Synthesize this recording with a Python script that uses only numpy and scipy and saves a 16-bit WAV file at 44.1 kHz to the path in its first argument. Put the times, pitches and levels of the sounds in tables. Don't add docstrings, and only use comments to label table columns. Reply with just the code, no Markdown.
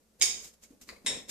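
import sys
import numpy as np
from scipy import signal
from scipy.fft import rfft, irfft, next_fast_len
from scipy.io import wavfile
from scipy.ndimage import uniform_filter1d

SR = 44100
rng = np.random.default_rng(int(sys.argv[2]) if len(sys.argv) > 2 else 0)


def generate_wav(sig):
    pcm = np.round(np.clip(np.atleast_2d(sig).T, -1, 1) * 32767).astype(np.int16)
    wavfile.write(sys.argv[1], SR, pcm)


def attenuation_scalar(level_db):
    decades = np.asarray(level_db, float) / 20
    return 10 ** decades


N = 57330

# frequency in Hz, level in dB.
AIR_COLOUR = [(20, -10), (60, -9), (150, -12.5), (215, -2), (300, -13.5), (480, -7.5), (800, -18.5),
              (3000, -24.5), (7000, -21.5), (14300, -27), (15000, -60)]
# frequency in Hz, correlation from 0 to 1.
LEFT_RIGHT_LIKENESS = [(60, 0.63), (300, .8), (1000, 0.13), (4000, 0.12), (12000, 0.38)]
AIR_DB, HUM_DB, HUM_HZ = -58, -66, 59

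# frequency in Hz, t60 in seconds.
ROOM_DECAY = [(200, 0.9), (1400, 0.5), (3700, 0.43), (7000, 0.45), (10000, 0.29), (14000, 0.38)]
ROOM_LIKENESS, ROOM_DELAY_S = 0.26, 0.0017

# peak in seconds, rise in seconds, t60 in seconds, level in dB.
CHURNS = [
    (0.005, 0.0053, 0.081, -60),
    (0.735, 0.018, 0.12, -54),
    (0.93, 0.057, 0.23, -52.5),
    (1.02, 0.054, 0.038, -57.5),
    (1.11, 0.06, 0.39, -44.5),
    (1.17, 0.09, 0.68, -56.5),
    (1.3, 0.017, .1, -59.5),
]
# frequency in Hz, level in dB.
CHURN_COLOUR = [(60, -8), (150, -3.5), (240, 1.5), (330, -4.5), (470, 3), (700, -5.5), (900, -11),
                (1500, -78)]
# start in seconds, pitch in Hz, level in dB.
FOLDS = [(0.234, 362, -29.5), (0.264, 128, -50), (0.704, 267, -30), (0.729, 287, -38), (0.877, 333, -36.5),
         (0.925, 488, -25), (0.968, 500, -37), (1.043, 262, -34), (1.063, 429, -25.5), (1.103, 440, -24.5),
         (1.106, 201, -39.5), (1.143, 247, -43), (1.154, 420, -26), (1.169, 267, -32.5), (1.197, 553, -34),
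         (1.29, 422, -32)]
FOLD_RISE_S, FOLD_CYCLES, FOLD_ROOM_DB = 0.0047, 4.6, -6
# peak in seconds, rise in seconds, t60 in seconds, level in dB.
SWISHES = [
    (0.2, 0.015, 0.024, -53),
    (0.445, 0.06, 0.24, -48),
    (0.485, 0.098, 0.18, -55.5),
    (0.539, .012, 0.07, -55.5),
    (0.633, 0.021, 0.22, -49.5),
    (0.814, 0.0034, 0.18, -46.5),
    (0.887, 0.037, 0.45, -55.5),
    (1.048, 0.0081, 0.065, -100.5),
    (1.3, 0.013, 0.086, -33),
]
# frequency in Hz, level in dB.
SWISH_COLOUR = [(300, -45.5), (700, -24), (2000, -14.5), (4000, -12.5), (7100, -4.5), (10000, -14.5),
                (14200, -15.5), (15000, -46)]

# frequency in Hz, width in Hz, level in dB.
LOOP_MODES = [(380, 63, -17.5), (540, 66, -32.5), (750, 58, -19), (1060, 25, -24), (2258, 130, 0.5),
              (3158, 117, -1), (3757, 125, 4), (5110, 130, 4), (5778, 130, -3.5), (6800, 390, 16.5),
              (9050, 300, -21.5), (13860, 400, -26.5)]
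# frequency in Hz, width in Hz, level in dB.
SNAP_MODES = [(2382, 440, -5), (3400, 500, -13.5), (4773, 184, -6), (5500, 128, -6), (6393, 180, -0.5),
              (6900, 610, 4.5), (7540, 530, -11.5), (8940, 730, 0.5), (10180, 1420, -4),
              (12260, 1400, -6.5), (13970, 630, -13)]
# frequency in Hz, width in Hz, level in dB.
RIM_MODES = [(1074, 103, -21), (1620, 310, -29), (1995, 414, -2.5), (2767, 130, -14), (3735, 220, 1.5),
             (4180, 130, -21), (5333, 203, -1.5), (5488, 19, -19), (6230, 690, -5), (7290, 440, 4.5),
             (7260, 90, -14.5), (8390, 370, 1.5), (10450, 290, -9), (12400, 480, -18)]
# frequency in Hz, width in Hz, level in dB.
WALL_MODES = [(1096, 177, -3), (1940, 332, 1), (2397, 330, 2), (4150, 450, 4), (4800, 370, 2),
              (7000, 610, -2.5), (8140, 560, -5), (9800, 670, -14)]
# frequency in Hz, width in Hz, level in dB.
PING_MODES = [(2205, 41, -14), (1040, 250, -23.5)]
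# start in seconds, level in dB, left-over-right pan in dB.
LOOP_TAPS = [
    (0.209, -30, -5.5),
    (0.2138, -11, 2.5),
    (1.2935, -28.5, 6),
]
# start in seconds, level in dB, left-over-right pan in dB.
SNAP_TAPS = [
    (0.2217, -10.5, -15.5),
    (0.2231, -11, 11.5),
    (0.444, -48, 24.5),
    (0.634, -43, -7),
    (0.8125, -62, -27),
    (1.2985, -40.5, -9.5),
]
# start in seconds, level in dB, left-over-right pan in dB.
RIM_TAPS = [
    (1.0605, -38.5, 20.5),
    (1.0633, -12, 1.5),
    (1.2855, -38.5, -7.5),
]
# start in seconds, level in dB, left-over-right pan in dB.
WALL_TAPS = [
    (0.875, -44.5, 5),
    (0.8899, -28.5, 3),
    (0.913, -60, 4),
]
# start in seconds, level in dB, left-over-right pan in dB.
PING_TAPS = [
    (0.963, -44, 0),
    (0.645, -54, 0),
    (1.085, -35, 0),
]
CONTACT_S, SPREAD_S = 0.00019, 0.0008
SIDE_SCATTER_DB, FLUTTER_LOSS_DB = 4, 6.5
SHADOW_HZ, SHADOW_DB = 7530, 12

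KNEE_DB, SLOPE, DEPTH_DB = -44.5, 0.79, 20
SENSE_S, SENSE_HZ = 0.018, 298
MIC_HZ, TOP_HZ = 14300, 15700


def along(points, hz):
    f, v = np.transpose(points)
    return np.interp(np.log(hz + 1), np.log(f + 1), v)


def filtered(x, response):
    m = next_fast_len(N + SR // 2)
    return irfft(rfft(x, m) * response(np.fft.rfftfreq(m, 1 / SR)), m)[..., :N]


def rush(colour):
    def mid_side(hz):
        angle = np.arccos(np.clip(along(LEFT_RIGHT_LIKENESS, hz), -1, 1)) / 2
        return attenuation_scalar(along(colour, hz)) * np.array([np.cos(angle), np.sin(angle)])

    mid, side = filtered(rng.standard_normal((2, N)), mid_side)
    pair = np.array([mid + side, mid - side])
    return pair / pair.std()


def kitchen():
    hum = np.sin(2 * np.pi * HUM_HZ * np.arange(N) / SR)
    return attenuation_scalar(AIR_DB) * rush(AIR_COLOUR) + attenuation_scalar(HUM_DB) * hum


def room(x):
    hz, t, z = signal.stft(rng.standard_normal((2, SR)), SR, nperseg=256)
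    decay = attenuation_scalar(-60 * t / along(ROOM_DECAY, hz)[:, None])
    a, b = signal.istft(z * decay, SR, nperseg=256)[1]
    angle = np.arccos(np.clip(ROOM_LIKENESS, 0, 1)) / 2
    mid, side = np.cos(angle) * a, np.sin(angle) * b
    tail = np.array([mid + side, mid - side])
    tail = tail * (1 - np.exp(-np.arange(len(a)) / SR / ROOM_DELAY_S))
    return signal.fftconvolve(x, tail / np.linalg.norm(tail[0]), axes=1)[:, :N]


def swells(rows, colour, grain_db, size):
    t = np.arange(N) / SR
    shape = np.zeros(N)
    for peak, rise, t60, db in rows:
        fall_db = 60 * (t - peak).clip(0) / t60
        rise_db = 20 * (peak - t).clip(0) / rise
        shape += attenuation_scalar(db - fall_db - rise_db)
    wander = uniform_filter1d(rng.standard_normal(N), size=size) * np.sqrt(size)
    return shape * attenuation_scalar(grain_db * wander) * rush(colour)


def churn():
    return swells(CHURNS, CHURN_COLOUR, grain_db=2, size=400)


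def slops():
    x, t = np.zeros(N + SR), np.arange(SR // 8) / SR
    for s, hz, db in FOLDS:
        decay = attenuation_scalar(db - 60 * t * hz / FOLD_CYCLES / 2)
        onset = 1 - np.exp(-(t / FOLD_RISE_S) ** 2)
        x[round(s * SR):][:len(t)] += decay * onset * np.sin(2 * np.pi * hz * t)
    return x[:N] + attenuation_scalar(FOLD_ROOM_DB) * room(x[None, :N])


def swish():
    return swells(SWISHES, SWISH_COLOUR, grain_db=1.5, size=60)


def strike(modes, lag_s):
    t = np.arange(SR // 10) / SR
    hz, width, level = np.transpose(modes)[:, :, None]
    start, lean = rng.random((2, len(modes), 1))
    lag = np.array([lag_s, 0])[:, None, None]
    late = (t - SPREAD_S * start ** 2 - lag).clip(0)
    scatter_db = SIDE_SCATTER_DB * (2 * lean - 1) * np.array([1, -1])[:, None, None]
    decay = np.exp(-np.pi * width * late)
    onset = 1 - np.exp(-(late / CONTACT_S) ** 2)
    phase = rng.random((len(modes), 1))
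    wave = np.sin(2 * np.pi * (hz * late + phase))
    ring = (attenuation_scalar(level + scatter_db) * decay * onset * wave).sum(axis=1)
    return ring / np.abs(ring).max()


def flutter(x, gap_s, db):
    jitter = rng.normal(0, 0.0003, (6, 1, 1)) + rng.normal(0, 0.00002, (6, 2, 1))

    def echoes(hz):
        total = 1
        for k in range(6):
            delay = (k + 1) * gap_s + jitter[k]
            total = total + attenuation_scalar(db - FLUTTER_LOSS_DB * k) * np.exp(-2j * np.pi * hz * delay)
        return total

    return filtered(x, echoes)


def port(hz):
    low_cut = (1j * hz / 300 / (1 + 1j * hz / 300)) ** 2
    shadow_db = SHADOW_DB / (1 + (SHADOW_HZ / (hz + 1)) ** 8)
    return low_cut * attenuation_scalar(np.outer([-0.5, 0.5], shadow_db))


def taps(rows, modes, lag_s, flutter_s, flutter_db, room_db):
    out = np.zeros((2, N))
    for s, db, pan_db in rows:
        ring = strike(modes, lag_s) * attenuation_scalar(db + np.array([[pan_db / 2], [-pan_db / 2]]))
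        direct = np.pad(ring, ((0, 0), (round(s * SR), N)))[:, :N]
        out += flutter(direct, flutter_s, flutter_db) + attenuation_scalar(room_db) * room(direct)
    return filtered(out, port)


def clicks():
    loops = taps(LOOP_TAPS, LOOP_MODES, lag_s=0.00006, flutter_s=0.0059, flutter_db=-13.5, room_db=5)
    snaps = taps(SNAP_TAPS, SNAP_MODES, lag_s=0.00007, flutter_s=0.0066, flutter_db=-3.5, room_db=2)
    rim = taps(RIM_TAPS, RIM_MODES, lag_s=0.00004, flutter_s=0.0066, flutter_db=-1.5, room_db=8)
    wall = taps(WALL_TAPS, WALL_MODES, lag_s=0.00004, flutter_s=0.0047, flutter_db=-3, room_db=3)
    pings = taps(PING_TAPS, PING_MODES, lag_s=0.00004, flutter_s=0.006, flutter_db=-32, room_db=-10)
    return loops + snaps + rim + wall + pings


def scene():
    return kitchen() + churn() + slops() + swish() + clicks()


def band_limit(x):
    return signal.sosfilt(signal.butter(12, 15780, fs=SR, output="sos"), x)


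def record(dry):
    size = round(SENSE_S * SR)
    sensed = filtered(dry, lambda hz: hz / np.hypot(hz, SENSE_HZ))
    power = (sensed ** 2).mean(axis=0)
    power = uniform_filter1d(uniform_filter1d(power, size), size)
    level_db = 10 * np.log10(np.abs(power) + 1e-12)
    gain_db = np.clip(SLOPE * (level_db - KNEE_DB), -DEPTH_DB, 0)
    mix = filtered(dry * attenuation_scalar(gain_db), lambda hz: (hz < TOP_HZ) / np.sqrt(1 + (hz / MIC_HZ) ** 40))
    return band_limit(mix)


dry = scene()
out = record(dry)
generate_wav(out)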